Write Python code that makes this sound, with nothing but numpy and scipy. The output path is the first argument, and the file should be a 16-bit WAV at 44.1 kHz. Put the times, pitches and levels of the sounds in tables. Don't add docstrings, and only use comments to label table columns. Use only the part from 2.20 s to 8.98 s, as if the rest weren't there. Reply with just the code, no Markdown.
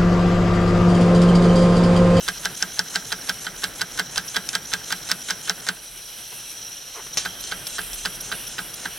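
import sys
import numpy as np
from scipy import signal
from scipy.fft import rfft, irfft, next_fast_len
from scipy.io import wavfile
from scipy.ndimage import uniform_filter1d, map_coordinates

SR = 44100
rng = np.random.default_rng(int(sys.argv[2]) if len(sys.argv) > 2 else 0)


def digitize_waveform(pressure):
    field = np.atleast_2d(pressure).T
    bounded = np.clip(field, -1, 1)
    quanta = np.round(bounded * 32767).astype(np.int16)
    wavfile.write(sys.argv[1], SR, quanta)


N = 298998

# t/s, crack/dB, base ring/dB, lead-in rattle/dB
STROKES = [(0.0853, -9, -24, -21), (0.2552, -11.5, -23, -24.5), (0.4253, -7.5, -24, -31),
           (0.5925, -5.5, -22, -34), (0.758, -9, -21.5, -26), (0.9253, -13.5, -26, -22.5),
           (1.0945, -10.5, -23, -20), (1.267, -28, -26, -43), (1.4407, -11.5, -25, -20),
           (1.616, -9.5, -26.5, -23), (1.7956, -12, -22, -20.5), (1.9793, -11.5, -24, -21),
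           (2.166, -12.5, -22, -19), (2.3523, -6.5, -25.5, -33), (2.5368, -9.5, -24.3, -22.5),
           (2.7244, -10, -25, -26.5), (2.9157, -5.5, -25, -26), (3.1069, -13, -26.5, -23.5),
           (3.2962, -9, -21.5, -33), (3.4879, -10, -22, -36), (5.057, -26, -26, -26.5),
           (5.3209, -26, -26, -27.5), (5.5877, -36, -25.5, -27), (5.8574, -12, -24.5, -21.5),
           (6.1225, -29, -27, -24), (6.388, -31, -25.5, -24.5), (6.655, -28, -25, -35)]
# level/dB for a brisk, a labouring and a slow turn
SLACK_DB = [-38.5, -30, -49]
SLACK_LEAD_S = .021


def amp(db):
    return 10 ** (np.asarray(db) / 20)


def unit(x):
    return x / np.sqrt(np.mean(x ** 2) + 1e-20)


def along(points, hz):
    f, v = np.transpose(points)
    return np.interp(np.log(hz + 1), np.log(f + 1), v)


def clock():
    return np.arange(N) / SR


def curve(points):
    return np.interp(clock(), *np.transpose(points))


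def wobble(rate):
    return map_coordinates(rng.standard_normal(int(N * rate / SR) + 4), [clock() * rate])


def fade(t60):
    return amp(-60 * np.arange(SR // 4) / SR / t60)


def swell(s, half_s):
    return np.exp(-((clock() - s) / half_s) ** 2)


def add(track, s, sound):
    start = max(round(s * SR), 0)
    part = track[start:start + len(sound)]
    part += sound[:len(part)]


def filtered(x, response):
    m = next_fast_len(N + SR // 2)
    return irfft(rfft(x, m) * response(np.fft.rfftfreq(m, 1 / SR)), m)[..., :N]


def colour(points):
    return lambda hz: amp(along(points, hz))


def resonant(modes):
    return lambda hz: np.sqrt(sum(amp(db) ** 2 * (hz * w) ** 2 / ((f * f - hz * hz) ** 2 + (hz * w) ** 2)
                                  for f, w, db in modes))


def noise(response):
    return unit(filtered(rng.standard_normal(N), response))


def wide(response):
    # f/Hz, side re mid/dB
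    width = [(60, -11), (400, -8), (1400, -13.5), (3100, -17.5), (6500, -9), (10000, -7), (15000, -2.5)]
    side = filtered(noise(response), colour(width))
    return noise(response) + np.array([side, -side])


def turns():
    knock_s = [row[0] for row in STROKES]
    return zip(knock_s, np.minimum(np.diff(knock_s, prepend=-.085), .27))


def paced(values_db, turn):
    turn_lengths = [.17, .19, .265]
    return np.interp(turn, turn_lengths, values_db)


def running(stop_s=3.53, start_s=4.95):
    return uniform_filter1d(1.0 * ((clock() < stop_s) | (clock() > start_s)), size=SR // 10)


def background(room_db=-49, whirr_db=-46.5, rumble_db=-60.5):
    # f/Hz, level/dB
    room_spectrum = [(25, -24), (60, 1.5), (80, -8.5), (110, 3), (220, -4), (340, -2), (520, -2),
                     (850, -3.5), (1100, -7.5), (1500, -0.5), (2500, -10.5), (6000, -24.5)]
    rumble_spectrum = [(15, -10), (26, -6), (37, 10), (55, -1), (80, -27), (200, -50)]
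    rub_spectrum = [(150, -45), (420, 4.5), (600, -6), (1050, 1.5), (1500, -6), (2100, -4.5), (3500, -24),
                    (9000, -40)]
    # t/s, rise/dB, half length/s
    surges = [(.05, 11, .2), (1.6, 6, .6), (5.7, 11.5, 0.53)]
    # t/s, level/dB, half length/s
    rub_events = [(4.128, -43, 0.0082), (4.783, -37.5, 0.032), (4.869, -43, 0.0053)]
    room_gain = np.hypot(amp(room_db), amp(whirr_db) * running())
    room = room_gain * amp(1.3 * wobble(17)) * wide(colour(room_spectrum))
    surge_db = sum(db * swell(s, half) for s, db, half in surges)
    rumble = amp(rumble_db + surge_db) * wide(colour(rumble_spectrum))
    rubs = sum(amp(db) * swell(s, half) for s, db, half in rub_events) * noise(colour(rub_spectrum))
    return room + rumble + rubs


def workshop_echo(x):
    # f/Hz, t60/s
    walls = [(200, 0.093), (2000, 0.11), (12000, 0.04)]
    hz, t, spectra = signal.stft(rng.standard_normal((2, SR // 2)), SR, nperseg=256)
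    tail = signal.istft(spectra * amp(-60 * t / along(walls, hz)[:, None]), SR, nperseg=256)[1]
    return signal.fftconvolve(x[None], tail / np.linalg.norm(tail[0]), axes=1)[:, :N]


def bench_reflections(x):
    # f/Hz, side re mid/dB
    bench = [(200, -13), (1200, -45), (2300, -9.5), (5000, -10.5), (8000, -13), (14000, -11)]
    scatter = rng.standard_normal(SR // 4) * fade(0.004)
    side = filtered(signal.fftconvolve(x, scatter / np.linalg.norm(scatter))[:N], colour(bench))
    return np.array([side, -side])


def bearings():
    # f/Hz, level/dB
    roll_spectrum = [(60, -37), (105, -16), (135, 4.5), (180, -1.5), (260, -2), (500, -25)]
    speed = sum(swell(s - turn / 2, 0.4 * turn) / turn for s, turn in turns())
    return amp(-65.5) * speed * wide(colour(roll_spectrum))


def droplets(hiss, depth_db):
    spectra = signal.stft(hiss, nperseg=512)[2]
    patches = uniform_filter1d(rng.standard_normal(spectra.shape[1:]), size=3, axis=0)
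    patches = uniform_filter1d(patches, size=40, axis=1)
    return unit(signal.istft(spectra * amp(depth_db * unit(patches)), nperseg=512)[1][:, :N])


def valve():
    leak_levels = [-38.5, -36.5, -36.5]
    sizzle_levels = [-45, -46, -64]
    spray_dips = [-3, -8, -6]
    spurt_rises = [6, 6.5, 7]
    spit_levels = [-5, -5, 5]
    port, leak, sizzle, spurt_db, spit, duck_db, shut = np.zeros((7, N))
    for s, turn in turns():
        opening = 1 / (1 + ((clock() - s + .19 * turn) / (0.18 * turn)) ** 16)
        switch_s = s - 0.428 * turn
        port += opening
        leak += amp(paced(leak_levels, turn)) * opening
        sizzle += amp(paced(sizzle_levels, turn)) * opening
        duck_db += paced(spray_dips, turn) * opening
        spurt_db += paced(spurt_rises, turn) * swell(switch_s, half_s=0.0072)
        spit += amp(paced(spit_levels, turn)) * swell(switch_s + 0.0047, half_s=.009)
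        shut += swell(s - 0.39 * turn, half_s=0.0028)
    return port, leak, sizzle, spurt_db, spit, duck_db, shut


def whistling_jet(port, spurt_db):
    # f/Hz, width/Hz, level/dB
    jet_modes = [(1650, 99, -15), (3180, 203, 0), (3480, 250, -13), (4004, 190, 0), (5746, 255, 7),
                 (6000, 160, -8)]
    # t/s, relative level/dB
    jet_levels = [(0.0, -41.5), (1.0, -42), (1.45, -45), (1.98, -42.5), (3.1, -42.5), (3.49, -48),
                  (4.04, -44.5), (4.38, -42.5), (5.19, -42), (5.32, -44.5), (5.78, -45.5), (5.95, -43.5),
                  (6.78, -44)]
    lift_db = 1.13 * (1 - running())
    jet_db = curve(jet_levels) + 2.4 + lift_db - 0.5 * port + spurt_db
    share = np.clip(0.67 * port, 0, 1)
    whistle = np.sqrt(1 - share) * wide(resonant(jet_modes))
    whistle += np.sqrt(share) * wide(resonant([(6240, 300, 9), (3260, 1200, -18.0)]))
    return amp(jet_db + 1.54 * wobble(45)) * droplets(whistle, depth_db=1.5)


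def port_leak(leak, sizzle):
    # f/Hz, level/dB
    leak_spectrum = [(500, -3), (2000, 7.5), (4000, 7), (4750, 4.5), (5600, 6), (7000, 6.5), (9300, 4.5),
                     (10600, 4), (13000, -12)]
    # f/Hz, width/Hz, level/dB
    port_modes = [(3140, 940, -3.5), (4040, 210, -0.5), (5500, 310, 1.5), (6010, 290, 3.5),
                  (7300, 730, -3.5), (8670, 350, 0), (9450, 780, -4.5)]
    sizzle_modes = [(11070, 610, 0)]
    blowout_db = 4 * swell(5.5, half_s=0.35)
    chuff_gain = leak * amp(blowout_db - 1.54 + 2.1 * wobble(120))
    chuff = droplets(wide(lambda hz: resonant(port_modes)(hz) * colour(leak_spectrum)(hz)), depth_db=2.2)
    note = droplets(wide(lambda hz: resonant(sizzle_modes)(hz) ** 2), depth_db=2.2)
    return chuff_gain * chuff + sizzle * note


def steam(shut_db=-5.5):
    # f/Hz, level/dB
    spray_spectrum = [(1500, -11), (2700, 6.5), (4800, -3.5), (6600, -13), (8100, 0.5), (8700, 5),
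                      (9050, 2), (9450, 5), (9900, -1), (10700, 8.5), (11300, 5.5), (12100, 2),
                      (13000, -2.5), (14500, -10), (16000, -9)]
    spit_spectrum = [(1500, -27), (3500, 6.5), (7000, -13), (10000, 12), (12500, 8), (16000, -14)]
    # t/s, relative level/dB
    spray_levels = [(0.0, -43.5), (1.58, -47), (2.15, -44.5), (3.64, -45), (4.12, -42), (4.97, -46.5),
                    (5.72, -37.5), (6.78, -42.5)]
    spray_db = curve(spray_levels)
    port, leak, sizzle, spurt_db, spit, duck_db, shut = valve()
    jet = whistling_jet(port, spurt_db)
    spray_gain = amp(spray_db + 1.86 + duck_db + 1.54 * wobble(25))
    spray = spray_gain * droplets(wide(colour(spray_spectrum)), depth_db=2.5)
    hiss = jet + spray + port_leak(leak, sizzle)
    water = spit * amp(spray_db + 1.8 * wobble(400)) * wide(colour(spit_spectrum))
    return amp(shut_db * shut) * hiss + water


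def crack(snap_hz, snap_s, snap_db, tail_db, tail_t60):
    # f/Hz, level/dB
    ring_spectrum = [(300, -35), (900, -9), (1300, -18), (2500, -7.5), (3700, -1), (4600, -11.5),
                     (5400, 2.5), (6200, -4), (7200, -4.5), (9000, -9), (12000, -26), (16000, -28)]
    t = np.arange(SR // 4) / SR
    pitch = snap_hz * np.exp(rng.normal(0, .07))
    snap = (t / snap_s) ** 4 * np.exp(4 - 4 * t / snap_s) * np.sin(2 * np.pi * (pitch * t + rng.random()))
    response = colour(ring_spectrum)(np.fft.rfftfreq(len(t), 1 / SR))
    grain = unit(irfft(rfft(rng.standard_normal(len(t))) * response, len(t)))
    return amp(snap_db) * snap + grain * (0.74 * fade(0.0028) + amp(tail_db) * fade(tail_t60))


def linkage_ticks(over_scrape_db=11.5):
    # t/s, relative level/dB
    single_ticks = [(1.7759, -18), (1.9594, -13.5), (2.2897, -7.5), (2.8897, -17), (5.24, -19.5),
                    (5.4695, -13), (5.6155, -25), (5.7318, -15.5)]
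    out = np.zeros(N)
    unseatings = [(s - SLACK_LEAD_S, paced(SLACK_DB, turn) + over_scrape_db) for s, turn in turns()]
    for s, db in unseatings + list(single_ticks):
        add(out, s, amp(db - 7) * crack(snap_hz=5000, snap_s=.0002, snap_db=-3, tail_db=-4, tail_t60=.03))
    return out


def push(wheel_hz=3180, wheel_db=-43, wheel_t60=4.1):
    # t/s, level/dB, t60/s
    impacts = [(4.9726, -6, 0.0055), (4.9755, -11.5, .02), (4.981, -20, 0.17)]
    # f/Hz, level/dB
    clack_spectrum = [(300, -15), (1300, -11.5), (3200, -6.5), (4200, -3), (5000, -9), (5700, 6.5),
                      (6900, -6), (7800, -24), (11000, -11.5), (13000, -40)]
    clack = np.zeros(N)
    for s, db, t60 in impacts:
        add(clack, s, amp(db) * fade(t60))
    age = clock() - impacts[0][0]
    wheel = (age > 0) * amp(wheel_db - 60 * abs(age) / wheel_t60) * noise(resonant([(wheel_hz, 90, 0)]))
    return clack * noise(colour(clack_spectrum)) + wheel


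def base_ring():
    # f/Hz, level/dB, t60/s
    modes = [(249.6, -12.5, 0.073), (431, -15.5, 0.14), (677.7, -16.5, 0.15), (793, -11, 0.067),
             (884, -8.5, 0.06), (1271, -7, 0.085), (1355, -8, 0.13), (1492, 5, 0.051), (1590, 4, 0.074),
             (1663, -1.5, 0.067), (1758, -1.5, 0.032), (1948, -9, 0.087), (2083, -8, 0.067),
             (3150, -3.5, 0.043), (4020, -3.5, 0.032), (6800, -45, .15), (7500, -19, 0.21)]
    t = np.arange(SR // 4) / SR
    detune = 1 + rng.normal(0, .009)
    spread_db = rng.normal(0, 1.8, len(modes))
    return sum((-1) ** k * amp(db + spread_db[k]) * fade(t60) * np.sin(2 * np.pi * hz * detune * t)
               for k, (hz, db, t60) in enumerate(modes))


def thud(hz, rise_s, length_s):
    t = np.arange(SR // 4) / SR
    return np.sin(2 * np.pi * hz * t) * (1 - np.exp(-t / rise_s)) / (1 + (t / length_s) ** 12)


def crank_knocks():
    # f/Hz, level/dB
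    rattle_spectrum = [(300, -8.5), (900, -2.5), (1500, 9.5), (2500, 0.5), (3600, 5), (5500, -1.5),
                       (7000, -10.5), (10000, -10), (16000, -16)]
    out, rattle = np.zeros((2, N))
    for (_, crack_db, ring_db, lead_db), (s, turn) in zip(STROKES, turns()):
        slack_db = paced(SLACK_DB, turn)
        add(rattle, s - SLACK_LEAD_S, amp(slack_db) * fade(0.15))
        add(out, s - .019, amp(slack_db - 6) * base_ring())
        add(rattle, s - .006, amp(lead_db) * fade(0.049))
        strike = crack(snap_hz=5100, snap_s=0.00041, snap_db=2.5, tail_db=-13.0, tail_t60=0.038)
        add(out, s, amp(crack_db) * strike)
        add(out, s, amp(ring_db - 1.5) * base_ring())
        add(rattle, s, amp(ring_db - 7) * fade(0.093))
        thud_db = -22.5 + 0.56 * ring_db + 0.15 * crack_db
        add(out, s, amp(thud_db) * thud(hz=180.3, rise_s=0.0088, length_s=0.039))
        add(out, s + turn * rng.uniform(0.35, .44), amp(ring_db - 24.5) * base_ring())
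    rattle = uniform_filter1d(rattle, size=SR // 500)
    return out + rattle * amp(1.36 * wobble(700)) * noise(colour(rattle_spectrum))


def scene():
    engine = crank_knocks() + linkage_ticks() + push()
    reflections = bench_reflections(engine) + amp(-22.5) * workshop_echo(engine)
    return engine + reflections + bearings() + steam() + background()


def record(dry, ceiling=.95, top_hz=16000):
    # f/Hz, side re mid/dB
    mic_side = [(200, -43), (2000, -14.5), (5000, -26.5), (7000, -7), (10000, -12), (11800, 3.5),
                (15000, -6)]
    side = filtered(dry.mean(axis=0), lambda hz: 1j * colour(mic_side)(hz))
    pair = (dry + np.array([side, -side])) * amp([[-.3], [.3]])
    rounded = pair / (1 + abs(pair / ceiling) ** 6) ** (1 / 6)
    return filtered(rounded, lambda hz: hz < top_hz)


dry = scene()
out = record(dry)
digitize_waveform(out)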